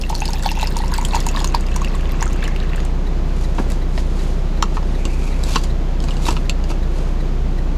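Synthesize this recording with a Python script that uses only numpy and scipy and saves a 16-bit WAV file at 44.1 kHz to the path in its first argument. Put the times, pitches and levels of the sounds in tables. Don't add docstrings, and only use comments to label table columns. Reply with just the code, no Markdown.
import sys
import numpy as np
from scipy import signal
from scipy.fft import rfft, irfft
from scipy.io import wavfile
from scipy.ndimage import uniform_filter1d, map_coordinates

SR = 44100
rng = np.random.default_rng(int(sys.argv[2]) if len(sys.argv) > 2 else 0)


def bounce(signal):
    frames = np.transpose(np.atleast_2d(signal))
    limited = np.clip(frames, -1, 1)
    pcm = np.round(limited * 32767).astype(np.int16)
    wavfile.write(sys.argv[1], SR, pcm)


N = 342737
TIME = np.arange(N) / SR
POUR_END_S, DROP_T60_S = 2.92, .0073

# frequency in Hz, bandwidth in Hz, relative level in dB.
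CAP_MODES = [(2620, 160, 8), (3550, 570, -1), (4320, 345, 2.5), (5186, 360, 2), (5730, 630, -1),
             (7060, 360, 3), (8560, 480, -10), (12500, 1000, -33)]


def pour():
    # frequency in Hz, bandwidth in Hz, relative dB.
    mouth_modes = [(2710, 230, 9.5), (4210, 780, 1), (7100, 1830, -3)]
    gurgle_gain, fizz_gain = stream()
    gurgle = swarm(1350, 3600, per_s=420, cycles=20, spread_db=4.5, pool=1400)
    water = gurgle_gain * gurgle + fizz_gain * fizz()
    slaps, plinks = drops()
    water += slaps + fizz_gain * drizzle()
    mouth = sum(amp(db - 7.5) * resonate(water, hz, width) for hz, width, db in mouth_modes)
    return amp(-1) * water + mouth + air_column(gurgle_gain, fizz_gain) + plinks + glugs()


def stream():
    # time in seconds, level in dB.
    fizz_levels = [(0, -49.5), (.2, -46), (1.25, -47.5), (1.6, -52.5), (2.1, -52), (2.9, -62.5)]
    # centre and width in seconds, extra gurgle and extra fizz in dB.
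    surges = [(.47, 0.031, 2, 10.5), (.62, 0.04, 12, 6.5), (.95, 0.029, 8.5, 8), (1.155, 0.054, 6, 11.5),
              (1.39, 0.035, 8, 13.5), (1.82, 0.1, -2, 3), (2.25, 0.026, 5, -3), (2.44, 0.032, 6.5, 11),
              (2.57, .04, 1, -2), (2.8, 0.031, 3.5, 11.5)]
    opening = np.minimum(TIME / .24, 1)
    closing = np.clip((POUR_END_S - TIME) / .096, 0, 1)
    gurgle_db, fizz_db = -45, curve(fizz_levels)
    for s, width_s, extra_gurgle_db, extra_fizz_db in surges:
        surge = np.exp(-((TIME - s) / width_s) ** 2)
        gurgle_db += extra_gurgle_db * surge
        fizz_db += extra_fizz_db * surge
    return amp(gurgle_db) * closing * opening, amp(fizz_db) * closing


def bubble(hz, t60):
    t = TIME[:3000]
    pitch = hz * (1 + .05 * (np.minimum(t / t60, 1) - .15))
    onset = 1 - np.exp(-.8 * hz * t)
    decay = np.exp(-np.log(1000) * t / t60)
    return np.sin(2 * np.pi * np.cumsum(pitch) / SR) * decay * onset


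def ping(hz, t60):
    ring = bubble(hz, t60)
    unrest = unit(uniform_filter1d(rng.standard_normal(len(ring)), 20))
    depth = .45 * min(hz / 4000, 1)
    return ring * (1 + depth * unrest)


def glugs(froth_halving_s=2.8, strength_halving_db=32):
    # start in seconds, pitch in Hz, relative level in dB.
    ringing_bubbles = [(.037, 2730, -17.5), (.101, 856, -10), (.127, 908, -11.5), (.219, 2590, -13.5),
                       (.22, 838, -11), (.289, 947, -17), (.335, 830, -16.5), (.46, 830, -2),
                       (.49, 2740, -13.5), (.515, 885, -14.5), (.574, 857, -14), (.597, 2700, -14),
                       (.629, 882, -6), (.765, 920, -11.5), (.802, 850, -13.5), (.837, 916, -12),
                       (.921, 963, -13.5), (.985, 906, -7), (1.014, 980, -20), (1.024, 940, -15),
                       (1.134, 833, -11), (1.135, 2675, -16), (1.146, 910, -2), (1.164, 916, -7),
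                       (1.267, 925, -8.5), (1.289, 2650, -17.5), (1.349, 1085, -11.5), (1.371, 1760, -13),
                       (1.372, 992, -13), (1.412, 820, -14.5), (1.444, 1035, -9), (1.546, 960, 2.5),
                       (1.762, 990, -10), (1.817, 1085, -11), (1.846, 2760, -12.5), (1.875, 2584, -18),
                       (1.947, 1095, -18), (2.218, 910, -8.5), (2.226, 1030, -11), (2.226, 1704, -9),
                       (2.266, 1310, -14.5), (2.428, 1680, -11.5), (2.453, 2940, -16), (2.48, 1750, -14),
                       (2.627, 2830, -22), (2.636, 1760, -22), (2.732, 1940, -20), (2.734, 2640, -16.5),
                       (2.78, 1710, -21)]
    out, t = np.zeros(N), TIME[:3000] - .03
    burst = np.exp(np.minimum(t / .003, -t / .0032))
    for s, hz, db in ringing_bubbles:
        halvings = s / froth_halving_s + db / strength_halving_db
        t60 = .024 * (hz / 1000) ** -.64 * .5 ** halvings
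        add(out, s, amp(db + 1) * ping(hz, t60))
        churn = unit(band(rng.standard_normal(len(t)), 810, 3200))
        add(out, s + t[0], amp(db - 23) * burst * churn)
    return out


def swarm(low_hz, high_hz, per_s, cycles, spread_db, pool):
    out = np.zeros(N)
    for when, size, loud, ring in rng.random((pool, 4))[:int(per_s * POUR_END_S)]:
        hz = low_hz * (high_hz / low_hz) ** size
        gain = amp(spread_db * min(-np.log(1 - loud), 3))
        t60 = cycles * (.4 + 1.2 * ring) / hz
        add(out, when * POUR_END_S, gain * bubble(hz, t60))
    return out / np.std(out[TIME < POUR_END_S])


def fizz(foam_fade_db_per_s=5.5):
    # frequency in Hz, relative gain in dB.
    spectrum = [(1760, -43), (3000, -6.5), (4500, -3), (6040, -8), (6760, -2.5), (9140, -19), (10700, -16),
                (12900, -20), (15000, -32), (16000, -36)]
    small = swarm(3300, 14000, per_s=600, cycles=40, spread_db=4.5, pool=1800)
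    crackle = swarm(2500, 12000, per_s=330, cycles=11, spread_db=6, pool=1400)
    foam = swarm(7500, 15000, per_s=260, cycles=38, spread_db=6, pool=900)
    spray = unit(rng.standard_normal(N) * amp(6.5 * drift(rate=220)))
    hiss = colour(small + .8 * crackle + .9 * spray, spectrum)
    hiss /= np.std(hiss[TIME < POUR_END_S])
    return amp(.5) * hiss + amp(-3 - foam_fade_db_per_s * TIME) * foam


def splat(decay_s):
    t = TIME[:900]
    burst = rng.standard_normal(len(t)) * np.exp(-t / decay_s) * (1 - np.exp(-t / .0008))
    hz = 4200 * 2 ** rng.random()
    tick = unit(band(burst, 1870, 12100)) + 1.7 * unit(resonate(burst, hz, 900))
    return tick / abs(tick).max()


def drops():
    # start in seconds, slap in dB, bubble pitch in Hz, bubble in relative dB.
    impacts = [(.014, -29, 5300, -16.5), (0.0966, -21, 6900, -34.5), (.151, -20, 4400, -9),
               (.204, -31.5, 6460, -14), (.255, -17.5, 4940, -15), (.279, -33, 4520, -10),
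               (.333, -17.5, 5330, -15), (.4334, -24, 4600, -24), (0.461, -31, 4400, -6),
               (.5147, -19, 6700, -30), (.629, -23, 3900, -13), (.672, -21.5, 5140, -17),
               (.768, -19.5, 6700, -16.5), (.7866, -21, 6730, -31), (0.939, -20, 4820, -10),
               (.98, -20, 7850, -17.5), (1.05, -14.5, 3200, -8), (1.1547, -15.5, 6900, -17.5),
               (1.203, -20, 6880, -19), (1.265, -15.5, 8100, -19), (1.287, -20, 6740, -12),
               (1.362, -28, 3750, -7), (1.444, -12, 6700, -10), (1.475, -40, 6400, -11),
               (1.548, -19, 4600, -10.5), (1.608, -29, 6900, -28), (1.666, -36, 4900, -22),
               (1.7617, -18, 6860, -17), (1.8174, -35, 6600, -21), (1.846, -28, 6700, -29),
               (2.1186, -30, 12800, -25), (2.209, -37, 5700, -15.5), (2.226, -20.5, 6860, -12),
               (2.257, -41, 7460, -20.5), (2.278, -43.5, 6510, -21), (2.3296, -26, 6700, -40),
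               (2.4398, -27, 3780, -20), (2.4773, -26, 5850, -25), (2.5617, -27.5, 2750, -16),
               (2.602, -47, 3875, -18.5), (2.7589, -30, 1935, -25), (2.85, -25.5, 3000, -36)]
    slaps, plinks = np.zeros((2, N))
    for s, slap_db, hz, plink_db in impacts:
        add(slaps, s, amp(slap_db) * splat(decay_s=.0026))
        add(plinks, s, amp(plink_db + 1) * ping(hz, DROP_T60_S))
    return slaps, plinks


def drizzle(per_s=22, low_hz=2340, high_hz=9000):
    out = np.zeros(N)
    for when, loud, size in rng.random((120, 3))[:int(per_s * POUR_END_S)]:
        gain = amp(17 + 2.5 * (2 * loud - 1))
        hz = low_hz * (high_hz / low_hz) ** size
        add(out, when * POUR_END_S, gain * splat(decay_s=.0016))
        add(out, when * POUR_END_S, gain * amp(6) * bubble(hz, DROP_T60_S))
    return out


def air_column(gurgle_gain, fizz_gain):
    # time in seconds, frequency in Hz.
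    rising_note = [(0, 792), (.5, 890), (1, 981), (1.5, 1045), (2, 1083), (2.9, 1150)]
    lowest_hz = curve(rising_note)
    overtone_hz = 1.75 * lowest_hz
    shaking = rng.standard_normal(N) * amp(3.5 * drift(rate=70))
    lowest = unit(resonate(resonate(shaking, lowest_hz, 240), lowest_hz, 230))
    overtone = unit(resonate(resonate(shaking, overtone_hz, 400), overtone_hz, 400))
    drive = amp(1) * fizz_gain + amp(-8) * gurgle_gain
    return drive * lowest + amp(-10.5) * gurgle_gain * overtone


def knocks():
    # start in seconds, relative levels of thud, cup and cap in dB,
    # contact time in seconds, pitch factor set by the grip.
    blows = [(3.583, -9, -18.5, -32, 0.0067, 0.91), (3.589, -10, -28, -46, 0.0062, 1.54),
             (3.599, -2.5, -35, -45, .014, 0.97), (3.702, -17, -38, -37, .0011, 2.1),
             (3.719, -19, -36, -33.5, .0012, 1.42), (3.977, -8, -23, -27, .0041, 0.72),
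             (4.6248, -25, -10, -17, .0024, 1.035), (4.769, -31, -19.5, -34, .0052, 0.96),
             (4.828, -23, -31, -42, .0034, 0.98), (5.053, -8, -31.5, -24, .0024, 1.06),
             (5.437, -24, -37, -25, .002, 1.47), (5.55, -29, -33, -27, .003, 0.88),
             (5.558, -6, -11.5, -18.5, .003, 1.06), (5.561, -5.5, -20, -18, .0048, 1.06),
             (6.003, -25, -51, -33.5, .0022, 1.206), (6.04, -9, -37, -32, .003, 1.097),
             (6.085, -18, -30, -29.5, .004, 0.93), (6.108, -17, -41, -28, .0049, 1.09),
             (6.168, -10, -49, -33.5, .003, 1.1), (6.254, -8, -33, -27, .003, .9),
             (6.266, -15, -23.5, -31, .003, 1.06), (6.285, -4, -14.5, -26, .0022, 0.91),
             (6.2883, -11, -23, -25, .002, 1), (6.3069, -9, -31, -26, 0.0018, 1.1),
             (6.312, -12, -33, -32, .0024, 0.85), (6.329, -10, -36, -37, .0022, 1),
             (6.3666, -19, -24.5, -27, .0047, 0.98), (6.4959, -24, -32.5, -16.5, .0024, 1.06),
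             (6.64, -24, -46, -34, .0024, 1.12), (6.7, -11, -27.5, -37.5, .0045, .85),
             (6.714, -20.5, -27, -39, .003, .88)]
    # frequency in Hz, bandwidth in Hz, relative level in dB.
    cup_modes = [(920, 220, 4.5), (1094, 150, 7), (1370, 110, -1.5), (1835, 250, -10), (2630, 60, -24),
                 (3040, 170, -8), (4260, 230, -35), (5000, 140, -26), (5750, 280, -28), (6400, 470, -15.5),
                 (6860, 190, -8)]
    out, t = np.zeros(N), TIME[:3000]
    for s, thud_db, cup_db, cap_db, contact_s, pitch in blows:
        crack_db = cap_db - 6 - 12 * np.log2(contact_s / .002)
        thud, crack = rng.standard_normal((2, len(t)))
        sound = amp(thud_db + 4.5) * band(thud * np.exp(-t / .0075), 164, 480)
        sound += amp(thud_db - 8.5) * np.sin(2 * np.pi * 250 * t) * np.exp(-t / .0036)
        sound += amp(cup_db) * strike(cup_modes, contact_s, pitch, grit=.12, scatter_db=1)
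        sound += amp(cap_db) * strike(CAP_MODES, contact_s, pitch, grit=.084, scatter_db=3.5)
        sound += amp(crack_db) * band(crack * np.exp(-t / (1.6 * contact_s)), 4300, 11700)
        add(out, s, sound)
    return out


def strike(modes, contact_s, pitch, grit, scatter_db):
    t = TIME[:3000]
    push = grit * rng.standard_normal(len(t)) * np.exp(-t / contact_s)
    push[0] += 1
    rebound = int(np.clip(1.5 * contact_s * SR, 1, len(t) - 1))
    push[rebound] += .45
    push = band(push, 67, 16 / contact_s)
    gains = amp(scatter_db * rng.standard_normal(len(modes))) * (-1) ** np.arange(len(modes))
    ring = sum(gain * amp(db) * width * np.exp(-np.pi * width * t) * np.sin(2 * np.pi * hz * pitch * t)
               for (hz, width, db), gain in zip(modes, gains))
    sound = signal.fftconvolve(push, ring)[:len(t)]
    return sound / np.sqrt(np.sum(sound ** 2) / (.004 * SR))


def rub():
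    # frequency in Hz, relative gain in dB.
    body_spectrum = [(530, -36), (900, -0.5), (1050, -6), (1530, -8), (1970, -14), (2420, -7.5), (3470, -7),
                     (3820, -8.5), (4740, -6), (5280, -11.5), (6640, -8.5), (8870, -17), (11800, -18.5),
                     (14400, -29), (16000, -46)]
    slips = rng.standard_normal(N) * (rng.random(N) < 700 / SR)
    friction = (unit(rng.standard_normal(N)) + .5 * unit(slips)) * amp(2.55 * drift(rate=180))
    pressure_db = pressure()
    firm = np.clip((pressure_db + 49.5) / 14, 0, 1)
    hiss = amp(-14.5) * (1 - firm) * unit(band(friction, 3900, 10800))
    body = amp(3) * (.51 + .4 * firm) * unit(colour(friction, body_spectrum))
    catches = rng.uniform(.3, 1, N) * (rng.random(N) < 170 / SR)
    ticks = unit(sum(amp(db) * resonate(catches, hz, 2 * width) for hz, width, db in CAP_MODES))
    grip = amp(-6.5) * firm * unit(band(ticks, 2000, 8500))
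    return amp(pressure_db) * (body + hiss + grip) + lid_thread(friction)


def pressure(range_db=22):
    # firmest moment in seconds, level in dB,
    # seconds to rise by range_db, seconds to fall by it.
    strokes = [(3.42, -42.5, 0.19, .18), (3.6, -40.5, 0.13, .1), (3.72, -40, 0.097, .11),
               (4.0, -41.5, 0.18, 0.13), (4.23, -42, 0.32, 0.29), (4.76, -44, 0.12, .04),
               (5.27, -42.5, 1, 0.42), (5.545, -30, 0.18, 0.11), (5.639, -39.5, .07, 0.084),
               (6.03, -43, .03, .2), (6.13, -42.5, 0.094, 0.135), (6.275, -33, 0.14, 0.19),
               (6.71, -37, .06, .055), (6.97, -43, 0.1, 0.31)]
    power = sum(amp(db - range_db * np.maximum((s - TIME) / build_s, (TIME - s) / release_s)) ** 2
                for s, db, build_s, release_s in strokes)
    return 10 * np.log10(power + 1e-20)


def lid_thread(friction, start_s=4.93, end_s=5.62, hz=2400):
    hum = unit(resonate(resonate(friction, hz, 530), hz, 530))
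    turning = np.clip(np.minimum((TIME - start_s) / .11, (end_s - TIME) / .26), 0, 1)
    return amp(-46) * turning * hum


def motor(rotation_hz=30):
    # multiple of the turning rate, relative level in dB.
    partials = [(1, -17), (2, -26), (3, -44), (4, -41), (4.5, -37), (5, -48), (6.5, -52), (8, -49),
                (13, -51), (16, -55), (17, -54)]
    turns = rotation_hz * TIME + .0028 * drift(rate=5) + .22366
    return -amp(3.16) * sum(amp(db) * np.cos(2 * np.pi * k * turns) for k, db in partials)


def fan(blade_hz=14.118):
    # multiple of the blade-passing rate, relative level in dB.
    harmonics = [(4, -35), (10, -45), (11, -37), (12, -43), (13, -40), (14, -42), (16, -46), (18, -46),
                 (21, -48), (23, -48), (24, -47), (25, -50), (32, -54), (37, -52), (38, -56), (40, -53)]
    passes = blade_hz * TIME + .0017 * drift(rate=3)
    tones = sum(amp(db) * np.cos(2 * np.pi * (k * passes + rng.random())) for k, db in harmonics)
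    return amp(2.81) * tones


def squeak(first_s=.066, period_s=.376):
    from_peak_s = (TIME - first_s + period_s / 2) % period_s - period_s / 2
    scrape = rng.standard_normal(N)
    ring = unit(resonate(scrape, 1924, 90)) + amp(-2.5) * unit(resonate(scrape, 3900, 220))
    return amp(-41.5) * ring * np.exp(-(from_peak_s / .0092) ** 2)


def air():
    # frequency in Hz, relative spectral density in dB.
    rush_spectrum = [(120, -30), (200, -3), (390, -3), (470, -8.5), (700, -9.5), (1000, -14), (1500, -19.5),
                     (2700, -24), (4200, -27.5), (5300, -31.5), (6700, -32.5), (8800, -44), (12500, -48.5),
                     (15500, -62)]
    rumble_spectrum = [(12, -27), (28, -14), (47, 7.5), (72, 6), (100, -4), (150, 2), (210, -5.5),
                       (300, -51)]
    rush = unit(colour(rng.standard_normal(N), rush_spectrum)) * amp(.45 * drift(rate=12))
    rumble = unit(colour(rng.standard_normal(N), rumble_spectrum))
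    return amp(-32.5) * rush + amp(-31) * rumble


def room(x, t60=.078, wet_db=-13):
    t = TIME[:12000]
    reflections = rng.standard_normal(len(t)) * (rng.random(len(t)) < 3000 / SR)
    tail = band(reflections * (t > .004) * np.exp(-np.log(1000) * t / t60), 350, 9000)
    return x + amp(wet_db) * signal.fftconvolve(x, tail / np.linalg.norm(tail))[:N]


def amp(db):
    return 10 ** (np.asarray(db) / 20)


def unit(x):
    return x / np.sqrt(np.mean(x ** 2) + 1e-20)


def curve(rows):
    return np.interp(TIME, *np.transpose(rows))


def colour(x, points):
    hz, db = np.transpose(points)
    f = np.fft.rfftfreq(len(x), 1 / SR)
    gain = amp(np.interp(np.log(f + 1), np.log(hz + 1), db))
    return irfft(rfft(x) * gain, len(x))


def band(x, low_hz, high_hz):
    sos = signal.butter(2, [low_hz, min(high_hz, SR / 2 - 1)], "band", fs=SR, output="sos")
    return signal.sosfilt(sos, x)


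def drift(rate):
    return unit(map_coordinates(rng.standard_normal(4096), [TIME * rate], order=1, mode="wrap"))


def resonate(x, hz, width_hz):
    carrier = np.exp(2j * np.pi * np.cumsum(hz * np.ones(len(x))) / SR)
    pole = np.exp(-np.pi * width_hz / SR)
    return 2 * (carrier * signal.lfilter([1 - pole], [1, -pole], x / carrier + 1e-18)).real


def add(mix, s, sound):
    part = mix[max(round(s * SR), 0):][:len(sound)]
    part += sound[:len(part)]


def scene():
    foreground = room(pour() + knocks() + rub())
    background = motor() + fan() + squeak() + air()
    swell = amp(np.interp(TIME, [0, 1.2], [-3, 0]))
    return (foreground + swell * background)[None]


def record(dry, cutoff_hz=15600):
    low_pass = signal.firwin(511, cutoff_hz, window=("kaiser", 9), fs=SR)
    return signal.oaconvolve(np.clip(dry, -1, 1), low_pass[None], "same")


dry = scene()
out = record(dry)
bounce(out)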